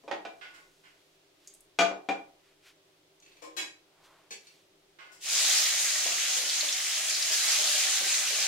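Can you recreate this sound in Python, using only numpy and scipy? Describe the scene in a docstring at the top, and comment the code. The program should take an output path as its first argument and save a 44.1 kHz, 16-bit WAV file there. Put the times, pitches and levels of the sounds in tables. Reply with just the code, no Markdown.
"""A gas burner hisses over a low hum in a small, hard-walled kitchen. A frying pan knocks and rings as
it is lifted off the stove and swirled; kitchenware clacks, cloth rubs, bangles tick, and near 1.8 s
the pan is set down. From 3.2 s a utensil taps and a steel bowl and dish clink on the counter.
At 5.2 s and 7.3 s two handfuls of small fish go into the hot oil: steam bubbles burst by the thousand
in a sizzle with pops and spits, while dull knocks come from the counter."""
import sys
import numpy as np
from scipy import signal
from scipy.fft import rfft, irfft, next_fast_len
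from scipy.io import wavfile
from scipy.ndimage import uniform_filter1d

SR = 44100
rng = np.random.default_rng(int(sys.argv[2]) if len(sys.argv) > 2 else 0)


def bounce(signal):
    """Save signal as a 16-bit WAV file at the path given by the first command-line argument."""
    frames = np.transpose(np.atleast_2d(signal))
    limited = np.clip(frames, -1, 1)
    pcm = np.round(limited * 32767).astype(np.int16)
    wavfile.write(sys.argv[1], SR, pcm)


N = 373527


def frying():
    """Fish in hot oil: sizzle, pops and spits, coloured by the pan they sit in."""
    oil = sizzle() + pops() + spits()
    # the bubbling shakes two low notes of the pan, then its hollow shape lifts two bands of the hiss
    oil = oil + 3.16 * ring(oil, 751.4, 24) + 1.78 * ring(oil, 628, 78)
    return oil + 0.4 * ring(oil, 6800, 880) + 0.17 * ring(oil, 2350, 170)


# How strong the sizzle is from bass to treble: (pitch [Hz], level [dB per Hz])
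SIZZLE_TONE = [(24, -68), (40, -32), (248, -27.5), (295, -43), (335, -24), (379, -14.5), (499, -19),
               (744, -10.5), (956, -22.5), (1060, -3.5), (1320, -8.5), (2020, -2.5), (4730, 2), (6880, 2.5),
               (15700, -20)]
def sizzle(bubbles_per_s=3500, cycles=3.06, deep_below_hz=2000, spray_above_hz=3300):
    """Steam bubbles of every size burst at random all over the pan, each ringing for a few cycles."""
    main_db, deep_db, spray_db = boil_up()
    surge = wander(14)  # patches of skin boil up together
    pitches = 50 * 2 ** np.arange(0, 8.4, 1 / 3)
    shares_db = look_up(SIZZLE_TONE, pitches) + 10 * np.log10(pitches)
    shares_db -= 10 * np.log10(np.sum(gain(2 * shares_db)))  # the bands' powers add up to 1
    out = 0
    for hz, share_db in zip(pitches, shares_db):
        rate = bubbles_per_s * min(hz / 4000, 1) ** .4
        bursts = random_clicks(rate, spread_db=1.5, floor=0.0045, max_lag=4)
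        band = ring(ring(bursts, hz, hz / cycles), hz, 1.1 * hz / cycles)
        deep = np.clip(np.log2(deep_below_hz / hz), 0, 1)
        spray = np.clip(2 * np.log2(hz / spray_above_hz), 0, 1)
        boil_db = deep * deep_db + (1 - deep - spray) * main_db + spray * spray_db
        out += set_level(band, share_db) * gain(boil_db + surge + 2.83 * wander(25))
    return out + crackle(main_db + 2.2 * surge)


# Fish laid in the oil: (time [s], build-up [s], stays wet [s], sizzle level [dB],
# deep bubbling over the sizzle [dB], fine spray over the sizzle [dB])
HANDFULS = [(5.192, 0.086, 0.3, -26, -4.5, 1.5), (7.297, 0.023, 0.39, -28.5, -1, 1.5)]
def boil_up(drying_s=0.33, settled_db=-6, deep_delay_s=0.036, deep_rise_s=0.049):
    """Each handful boils up, then calms as it dries. Gives sizzle, deep and spray levels in dB."""
    main = deep = spray = 0
    for start, rise_s, wet_s, db, deep_db, spray_db in HANDFULS:
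        age = np.maximum(np.arange(N) / SR - start, 0)
        wet = np.exp(-np.maximum(age - wet_s, 0) / drying_s)
        power = gain(2 * db) * (wet + (1 - wet) * gain(2 * settled_db))
        swell = (1 - np.exp(-age / rise_s)) ** 4
        deep_swell = (1 - np.exp(-np.maximum(age - deep_delay_s, 0) / deep_rise_s)) ** 4
        main += power * swell
        deep += power * deep_swell * gain(2 * deep_db)
        spray += power * swell * gain(2 * spray_db * np.exp(-age / drying_s))
    return [10 * np.log10(power + 1e-14) for power in (main, deep, spray)]


def crackle(sizzle_db):
    """Lone droplets burst as sharp clicks, quieter than the sizzle."""
    clicks = random_clicks(per_s=400, spread_db=3, floor=0.014, max_lag=3.3)
    return set_level(ring(ring(clicks, 4200, 5400), 4560, 8000), -11) * gain(sizzle_db)


# The loudest pops in the oil: (time [s], level [dB], pitch [Hz])
POPS = [(5.4034, -24.5, 4530), (5.4492, -23, 4000), (5.4704, -26, 3900), (5.4974, -18.5, 6130),
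        (5.629, -22, 5850), (5.7954, -29, 6700), (6.4815, -35, 6050), (6.4957, -22, 4440),
        (6.534, -27, 4460), (6.6072, -19.5, 4160), (6.6864, -24, 3410), (6.725, -21.5, 5740),
        (6.7794, -28, 3230), (7.098, -23, 6370), (7.1456, -21.5, 4560), (7.223, -20, 4780),
        (7.6714, -22.5, 4700), (7.7556, -22.5, 3270), (7.7922, -34, 6130), (8.059, -27, 6260),
        (8.14, -23.5, 3960)]
def pops():
    """Single bursts stand out of the sizzle as short, noisy notes."""
    return short_notes(POPS, fade_s=0.045, noisiness=2.5, sharpness=4, rise_s=0.001)


def spits(count=420, loudest_db=-25, lowest_hz=1697):
    """The oil spits tiny notes at random once the first fish are in."""
    start = HANDFULS[0][0] + .15
    notes = [(start + (N / SR - start) * when, loudest_db - 15.5 * softer, lowest_hz * 4.2 ** higher)
             for when, softer, higher in rng.random((count, 3))]
    return short_notes(notes, fade_s=0.018, noisiness=0.29, sharpness=7.3, rise_s=0.00022)


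# The pan hitting the burner stand: (time [s], mid-range level [dB], boom [dB], lows [dB], highs [dB],
# ringing over clatter [dB], extra fading [dB per s], left over right [dB]).
# Boom, lows and highs count from the mid-range level.
PAN_KNOCKS = [(0.038, -66.5, 13, 13, 3, -42, 300, 5), (0.0793, -41.5, -8, 6, -12, -40, 300, -3),
              (0.1129, -29, -17, 0, -18.5, -47, 300, -10.5), (0.1199, -36.5, -6.5, 3.5, -16, -48, 300, 5),
              (0.189, -48, -16, -19, -29.5, -45, 300, -1.0), (0.251, -35, -12.5, 1.5, -15, -43, 200, -4),
              (1.7886, -14, -15, -9.5, -9.5, -31, 60, 3.5), (1.8077, -18.5, -16, -7, -11, -42.5, 100, -3),
              (1.9142, -41, -1.5, 7, -17, -55, 201, 3), (2.0884, -24.5, -9.5, -1, -14.5, -36, 645, 4)]
# The notes the pan rings with: (pitch [Hz], level [dB], time to fade by 60 dB [s])
PAN_NOTES = [(192.9, 0.5, .5), (304, 2.5, .15), (328, -9, 0.26), (385, -6.5, .2), (438, -0.5, 0.508),
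             (484, -6.5, 0.26), (551, -4, 0.58), (685, 1.5, 0.38), (757, -5, .15), (1196, -16, .25),
             (1256, -14, 0.27), (1470, -8.5, 0.246), (1996, -16.5, .12), (2382, 6.5, .15), (2840, -13, .1),
             (3290, -7.5, .15), (3610, -12.5, .12), (3900, -14.5, .15), (4527, -12, .15), (4910, -9.5, .15),
             (5640, -6.5, .14), (6240, -10.5, 0.15), (6600, -3, .14), (7800, -18, 0.1196), (8400, -20, .1)]
def pan():
    """The pan rings at each knock, and the stove top thumps under it."""
    knocks = strike(PAN_KNOCKS, PAN_NOTES, tick_db=16, rise_ms=0.4, fade_ms=34.5, top_db=-3.5, lag=0)
    thumps = [(start, db - 36.5, 84.6) for start, db, *_ in PAN_KNOCKS]
    stove = short_notes(thumps, fade_s=0.16, noisiness=1.5, sharpness=1.2, rise_s=0.006, size=16384)
    return knocks + stove


# Each pair below has the columns of PAN_KNOCKS and PAN_NOTES. A steel dish clinking:
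DISH_CLINKS = [(3.567, -34, -19, -14, 3.5, -32.5, 250, 9.5), (3.585, -32, -28, -33, -4, -31, 220, -11.5)]
DISH_NOTES = [(326, -5, .5), (1620, -10, .12), (1840, -8, 0.14), (2253, -5.5, .15), (2550, -4.5, 0.29),
              (2980, -12, .1), (3315, 3.5, 0.14), (3948, 7, 0.2), (4210, -11, .13), (5030, -5.5, .15),
              (5792, -8, .12), (6450, -2, 0.18), (7090, -9, .2), (7160, -13, .2), (8016, -20, 0.16),
              (9044, -3, .2), (9620, -5, .16), (11600, -2, .1), (12200, -6, .1)]
# A steel bowl being nudged:
BOWL_CLINKS = [(3.4214, -47, -11, 1.4, -0.82, -32, 100, 11)]
BOWL_NOTES = [(320, -3, .3), (478, -2, 0.21), (1050, -0.5, 0.92), (2280, -3, .04), (3340, -10, .2),
              (3995, -8, .2), (5400, -6, .15), (7030, -5, .12)]
# Other kitchenware clacking and sliding, with a duller sound:
WARE_CLACKS = [(0.4125, -39.5, -31, -20, -21, -53, 60, -10), (0.5394, -52, -30, -15, -4, -48, 30, -12),
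               (0.838, -51.5, -32, -22, -13, -56, 30, -7), (4.988, -43.5, -45, -16.5, -18, -51.5, 60, -9.5),
               (5.05, -51, -40, -14, -14, -46, 30, -9), (5.1192, -56, -27, -7.5, 8.5, -50, 30, 7.5)]
WARE_NOTES = [(1087, 1, 0.17), (1464, 10.5, 0.26), (2070, 5, 0.11), (2690, -3, 0.077), (2990, -3, 0.06),
              (3800, 3, 0.05), (4650, -29, 0.043)]
# A utensil being tapped and shifted:
UTENSIL_TAPS = [(3.2236, -53, -33, -30, -1, -35, 301, -0.5), (3.262, -51, -30, -30, -8, -37, 300, 0),
                (3.3179, -51.5, -27, -29, -14, -30, 300, -1), (3.368, -54, -27, -27, -8, -34, 300, 0),
                (4.3074, -38, -17, -13.5, 1.5, -38, 300, 0.52),
                (4.3155, -39.5, -30, -25, 3, -32, 300, -0.25), (4.323, -40, -27, -28, 4, -42, 300, 0),
                (4.4693, -51, -37, -37, 1, -30, 297, -2)]
UTENSIL_NOTES = [(414, 3, .02), (1110, 0, .02), (2330, -1, .06), (2654, 5.5, .05), (3429, 0, .06),
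                 (3760, 8, .12), (4160, 7, 0.031), (4300, 10, 0.09), (4474, 5, .1), (5830, 3, .1),
                 (6160, 14, .06), (6800, 7, .1), (8230, 0, .1), (8770, 10, .08)]
def kitchenware(lag=-17):
    """Things ring when bumped on the counter. It is on the left, so that side hears them first."""
    steel = dict(tick_db=10.2, rise_ms=4.1, fade_ms=50, top_db=6.7, lag=lag)
    dish = strike(DISH_CLINKS, DISH_NOTES, **steel)
    clacks = strike(WARE_CLACKS, WARE_NOTES, tick_db=16, rise_ms=2, fade_ms=107, top_db=8, lag=lag)
    taps = strike(UTENSIL_TAPS, UTENSIL_NOTES, tick_db=10, rise_ms=0.4, fade_ms=22, top_db=6, lag=lag)
    bowl = strike(BOWL_CLINKS, BOWL_NOTES, **steel)
    return dish + clacks + taps + bowl


# The tone of clatter, a crowd of very short notes: (pitch [Hz], level [dB])
CLATTER_TONE = [(110, -43.5), (165, -40.5), (190, -16), (260, -7.5), (700, 0.5), (1500, 5.5), (3000, 2),
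                (7000, 0.5), (10000, -12), (15000, -20)]
def strike(hits, notes, tick_db, rise_ms, fade_ms, top_db, lag, size=32768):
    """A tick and a fading rattle set an object ringing; each hit has its own mix of lows and highs."""
    out, t, hz = np.zeros((2, N)), np.arange(size) / SR, frequencies(size)
    ms = 1000 * t
    ringing = 0
    for pitch, db, fade_s in notes:
        # a shape that is not quite round splits each note into two that beat together
        phase = 2 * np.pi * pitch * t
        ringing += gain(db - 60 * t / fade_s) * (np.cos(phase) + 0.3 * np.cos(1.006 * phase))
    clatter_power = gain(2 * look_up(CLATTER_TONE, frequencies(1300)))
    clatter = signal.minimum_phase(np.roll(irfft(clatter_power), 512)[1:])  # a click with that tone
    boom, low = 1 / (1 + (hz / 400) ** 6), 1 / (1 + (hz / 900) ** 6)
    high = 1 / (1 + (4000 / (hz + 1)) ** 6)
    colour = rfft(clatter, size) * gain(top_db / (1 + (8000 / (hz + 1)) ** 6))
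    lead = 400  # samples of silence ahead of the blow leave room for the filters
    for start, db, boom_db, low_db, high_db, ring_db, damping, left_db in hits:
        blow = rng.standard_normal(size) * gain(-20 * ms / fade_ms) * (1 - np.exp(-ms / rise_ms))
        blow[0] += gain(tick_db)
        body = 1 + rfft(ringing * gain(ring_db - damping * t))  # whatever it touches damps the ring
        spectrum = rfft(np.roll(blow, lead)) * colour * body
        for band, band_db in (boom, boom_db), (low - boom, low_db), (1 - low - high, 0), (high, high_db):
            part = irfft(spectrum * band)[:size * 3 // 4]
            mix_in(out, start - lead / SR, part * gain(db + band_db) / abs(part).max(), left_db, lag)
    return out


# Knocks on the counter while the fish fry: (time [s], level [dB], pitch [Hz])
COUNTER_THUDS = [(6.057, -37, 662), (6.364, -43, 505), (6.429, -43, 561), (6.628, -41.5, 629),
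                 (7.3, -40.5, 647), (7.589, -46, 612), (8.005, -37.5, 541), (8.305, -43.5, 576)]
def counter_thuds():
    """The counter answers each knock with a dull, blurred note."""
    return short_notes(COUNTER_THUDS, fade_s=0.12, noisiness=0.9, sharpness=0.98, rise_s=0.002)


# Bangles touching on the wrist: (time [s], level [dB], pitch [Hz])
BANGLE_TICKS = [(1.4736, -39.5, 6680), (1.4794, -43, 6800), (1.538, -46, 8360), (1.548, -48, 8500),
                (1.606, -49, 9870), (3.2005, -55.5, 6200)]
def bangles():
    """Bangles tick together with a high, very short ring."""
    return short_notes(BANGLE_TICKS, fade_s=0.038, noisiness=1.8, sharpness=2.5, rise_s=0.0001)


# Soft strokes of hand and cloth: (middle time [s], level [dB], half length [s], pitch [Hz])
RUBS = [(0.61, -71, 0.37, 4600), (1.477, -66, 0.057, 3240), (2.48, -69.5, 0.053, 1950),
        (2.678, -57.5, 0.029, 2420), (3.35, -69.5, 0.084, 3040), (4.056, -62, 0.018, 3450),
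        (4.123, -62.5, 0.11, 930), (4.487, -65, 0.11, 3330)]
def rubs():
    """Rubbing makes a grainy noise that swells and fades."""
    out, t = np.zeros((2, N)), np.arange(N) / SR
    for middle, db, half_s, hz in RUBS:
        grain = rng.standard_normal(N) * gain(1.5 * rng.exponential(size=N))
        swell = np.exp(-((t - middle) / half_s) ** 2 / 2)
        out += set_level(ring(grain, hz, 0.88 * hz), db) * swell
    return out


# How long the kitchen echoes: (pitch [Hz], time to fade by 60 dB [s])
ECHO_TIMES = [(100, 0.33), (700, 0.39), (3000, 0.28), (8000, 0.28), (15000, 0.14)]
def room_echo(sound, spot_s=0.15, size=16384):
    """Hard walls echo like fading noise. Each short piece of sound gets its own spot's echo pattern."""
    t, hz, noise = np.arange(size) / SR, frequencies(size), room_noise(size)
    pitches = 60 * 2 ** np.arange(0, 8.1, .5)
    bands = np.array([irfft(noise * np.clip(1 - 2 * abs(np.log2((hz + 1) / p)), 0, 1)) for p in pitches])
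    fades = np.array([gain(-60 * t / look_up(ECHO_TIMES, p)) for p in pitches])[:, None]
    fades *= 1 - np.exp(-t / 0.0081)  # echoes thicken over the first milliseconds
    hop = int(spot_s * SR)
    window = np.sin(np.pi * np.arange(2 * hop) / (2 * hop))
    mono = np.pad(sound.mean(axis=0), (hop, 2 * hop))
    out = np.zeros((2, N + 4 * hop + size))
    for i in range(0, N + hop, hop):
        tail = np.sum(np.roll(bands, rng.integers(size), axis=2) * fades, axis=0)
        tail /= np.sqrt(np.sum(tail ** 2) / 2)
        piece = mono[i:i + 2 * hop] * window
        out[:, i:i + 2 * hop + size - 1] += signal.fftconvolve(piece[None], tail, axes=1)
    return out[:, hop:hop + N]


# The tone of the steady hum and hiss: (pitch [Hz], level [dB per Hz])
BACKGROUND_TONE = [(12, -30), (20, -1), (65, -34), (90, -13), (130, -18), (162, -9), (253, -20.5),
                   (291, -6), (374, -4), (455, -14), (508, -7), (965, -16), (1510, -18.5), (3480, -16.5),
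                   (15700, -32.5)]
# Notes of the room within the hum: (pitch [Hz], width [Hz], level [dB])
ROOM_NOTES = [(302.6, 5.6, -82.5), (393, 13, -74.5), (626, 41, -82.5)]
# Steady notes of a far motor: (pitch [Hz], level [dB])
MOTOR_NOTES = [(107.7, -89.5), (156.1, -84.5)]
def background():
    """The burner's hiss and a far street's hum waver a little, over room notes and a motor."""
    size, t = next_fast_len(N), np.arange(N) / SR
    air = room_noise(size) * gain(look_up(BACKGROUND_TONE, frequencies(size)))
    treble = 1 / (1 + (800 / (frequencies(size) + 1)) ** 4)
    notes = sum(set_level(ring(rng.standard_normal(N), hz, width), db) for hz, width, db in ROOM_NOTES)
    motor = sum(set_level(np.sin(2 * np.pi * hz * t), db) for hz, db in MOTOR_NOTES)
    street = set_level(irfft(air * (1 - treble), size)[:, :N], -71.5) * gain(2.2 * wander(6.2))
    burner = set_level(irfft(air * treble, size)[:, :N], -68) * gain(0.5 * wander(6.4))
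    return street + burner + notes + motor


# How alike the room sounds on the left and right: (pitch [Hz], likeness [0 to 1])
LIKENESS = [(60, 1), (250, 0.8), (700, 0.14), (1500, 0), (4000, 0), (12000, 0)]
def room_noise(size):
    """Left and right spectra of noise from all around: alike in the bass, unrelated in the treble."""
    shared, side = rfft(rng.standard_normal((2, size)))
    alike = look_up(LIKENESS, frequencies(size))
    return np.sqrt((1 + alike) / 2) * shared + np.sqrt((1 - alike) / 2) * side * np.array([[1], [-1]])


def short_notes(notes, fade_s, noisiness, sharpness, rise_s, size=8192):
    """Notes blurred by noise around their pitch, each fading by 60 dB in fade_s."""
    out, t = np.zeros((2, N)), np.arange(size) / SR
    for start, db, hz in notes:
        noise = ring(ring(rng.standard_normal(size), hz, hz / sharpness), hz, 2 * hz / sharpness)
        note = (np.sin(2 * np.pi * hz * t) + noisiness * noise / noise.std()) / (1 + noisiness)
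        mix_in(out, start, note * gain(db - 60 * t / fade_s) * (1 - np.exp(-t / rise_s)))
    return out


def random_clicks(per_s, spread_db, floor, max_lag):
    """Scattered clicks, up to max_lag samples apart left and right; floor limits the loudest."""
    when, sign, strength, side = rng.random((int(per_s * N / SR), 4)).T
    heights = np.sign(sign - .5) * gain(-spread_db * np.log(strength + floor))
    left = (when * (N - 64)).astype(int) + 32
    right = left + np.round(max_lag * (2 * side - 1)).astype(int)
    return np.array([np.bincount(places, heights, N) for places in (left, right)])


def mix_in(out, start, sound, left_db=0, lag=0):
    """Adds a sound at start seconds; the left side is left_db louder and lag samples later."""
    for channel, (late, db) in enumerate(((lag, left_db / 2), (0, -left_db / 2))):
        i = int(start * SR) + late
        out[channel, i:i + len(sound)] += sound[:N - i] * gain(db)


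def wander(per_s):
    """A smooth random drift around zero."""
    hold = int(SR / per_s)
    steps = np.repeat(rng.standard_normal(N // hold + 1), hold)
    return 0.75 * uniform_filter1d(uniform_filter1d(steps, hold), hold)[:N]


def ring(sound, hz, width_hz):
    """A resonance: lets through the sound near one pitch."""
    return signal.lfilter(*signal.iirpeak(min(hz, .45 * SR), max(hz / width_hz, .3), fs=SR), sound)


def look_up(table, hz):
    """Reads between the rows of a (pitch, value) table, on a scale of octaves."""
    pitches, values = np.transpose(table)
    return np.interp(np.log(hz + 1), np.log(pitches), values)


def frequencies(size):
    return np.arange(size // 2 + 1) * SR / size


def gain(db):
    return 10 ** (np.asarray(db) / 20)


def set_level(sound, db):
    return sound * gain(db) / np.sqrt(np.mean(sound ** 2))


def scene():
    """All sources and their echo; things on the counter are further off, so they echo more."""
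    knocks, ware, ticks, thuds, fish = pan(), kitchenware(), bangles(), counter_thuds(), frying()
    direct = gain(1) * knocks + gain(0.5) * ware + ticks + gain(3.5) * thuds + fish + rubs()
    to_walls = (gain(-2.5) * knocks + gain(3) * ware + gain(-6) * ticks
                + gain(2) * thuds + gain(-5.5) * fish)
    return direct + room_echo(to_walls) + background()


def record(dry):
    """A nearby phone cuts the treble above 15750 Hz."""
    return signal.sosfilt(signal.ellip(10, .2, 80, 15750, fs=SR, output="sos"), dry)


dry = scene()
out = record(dry)
bounce(out)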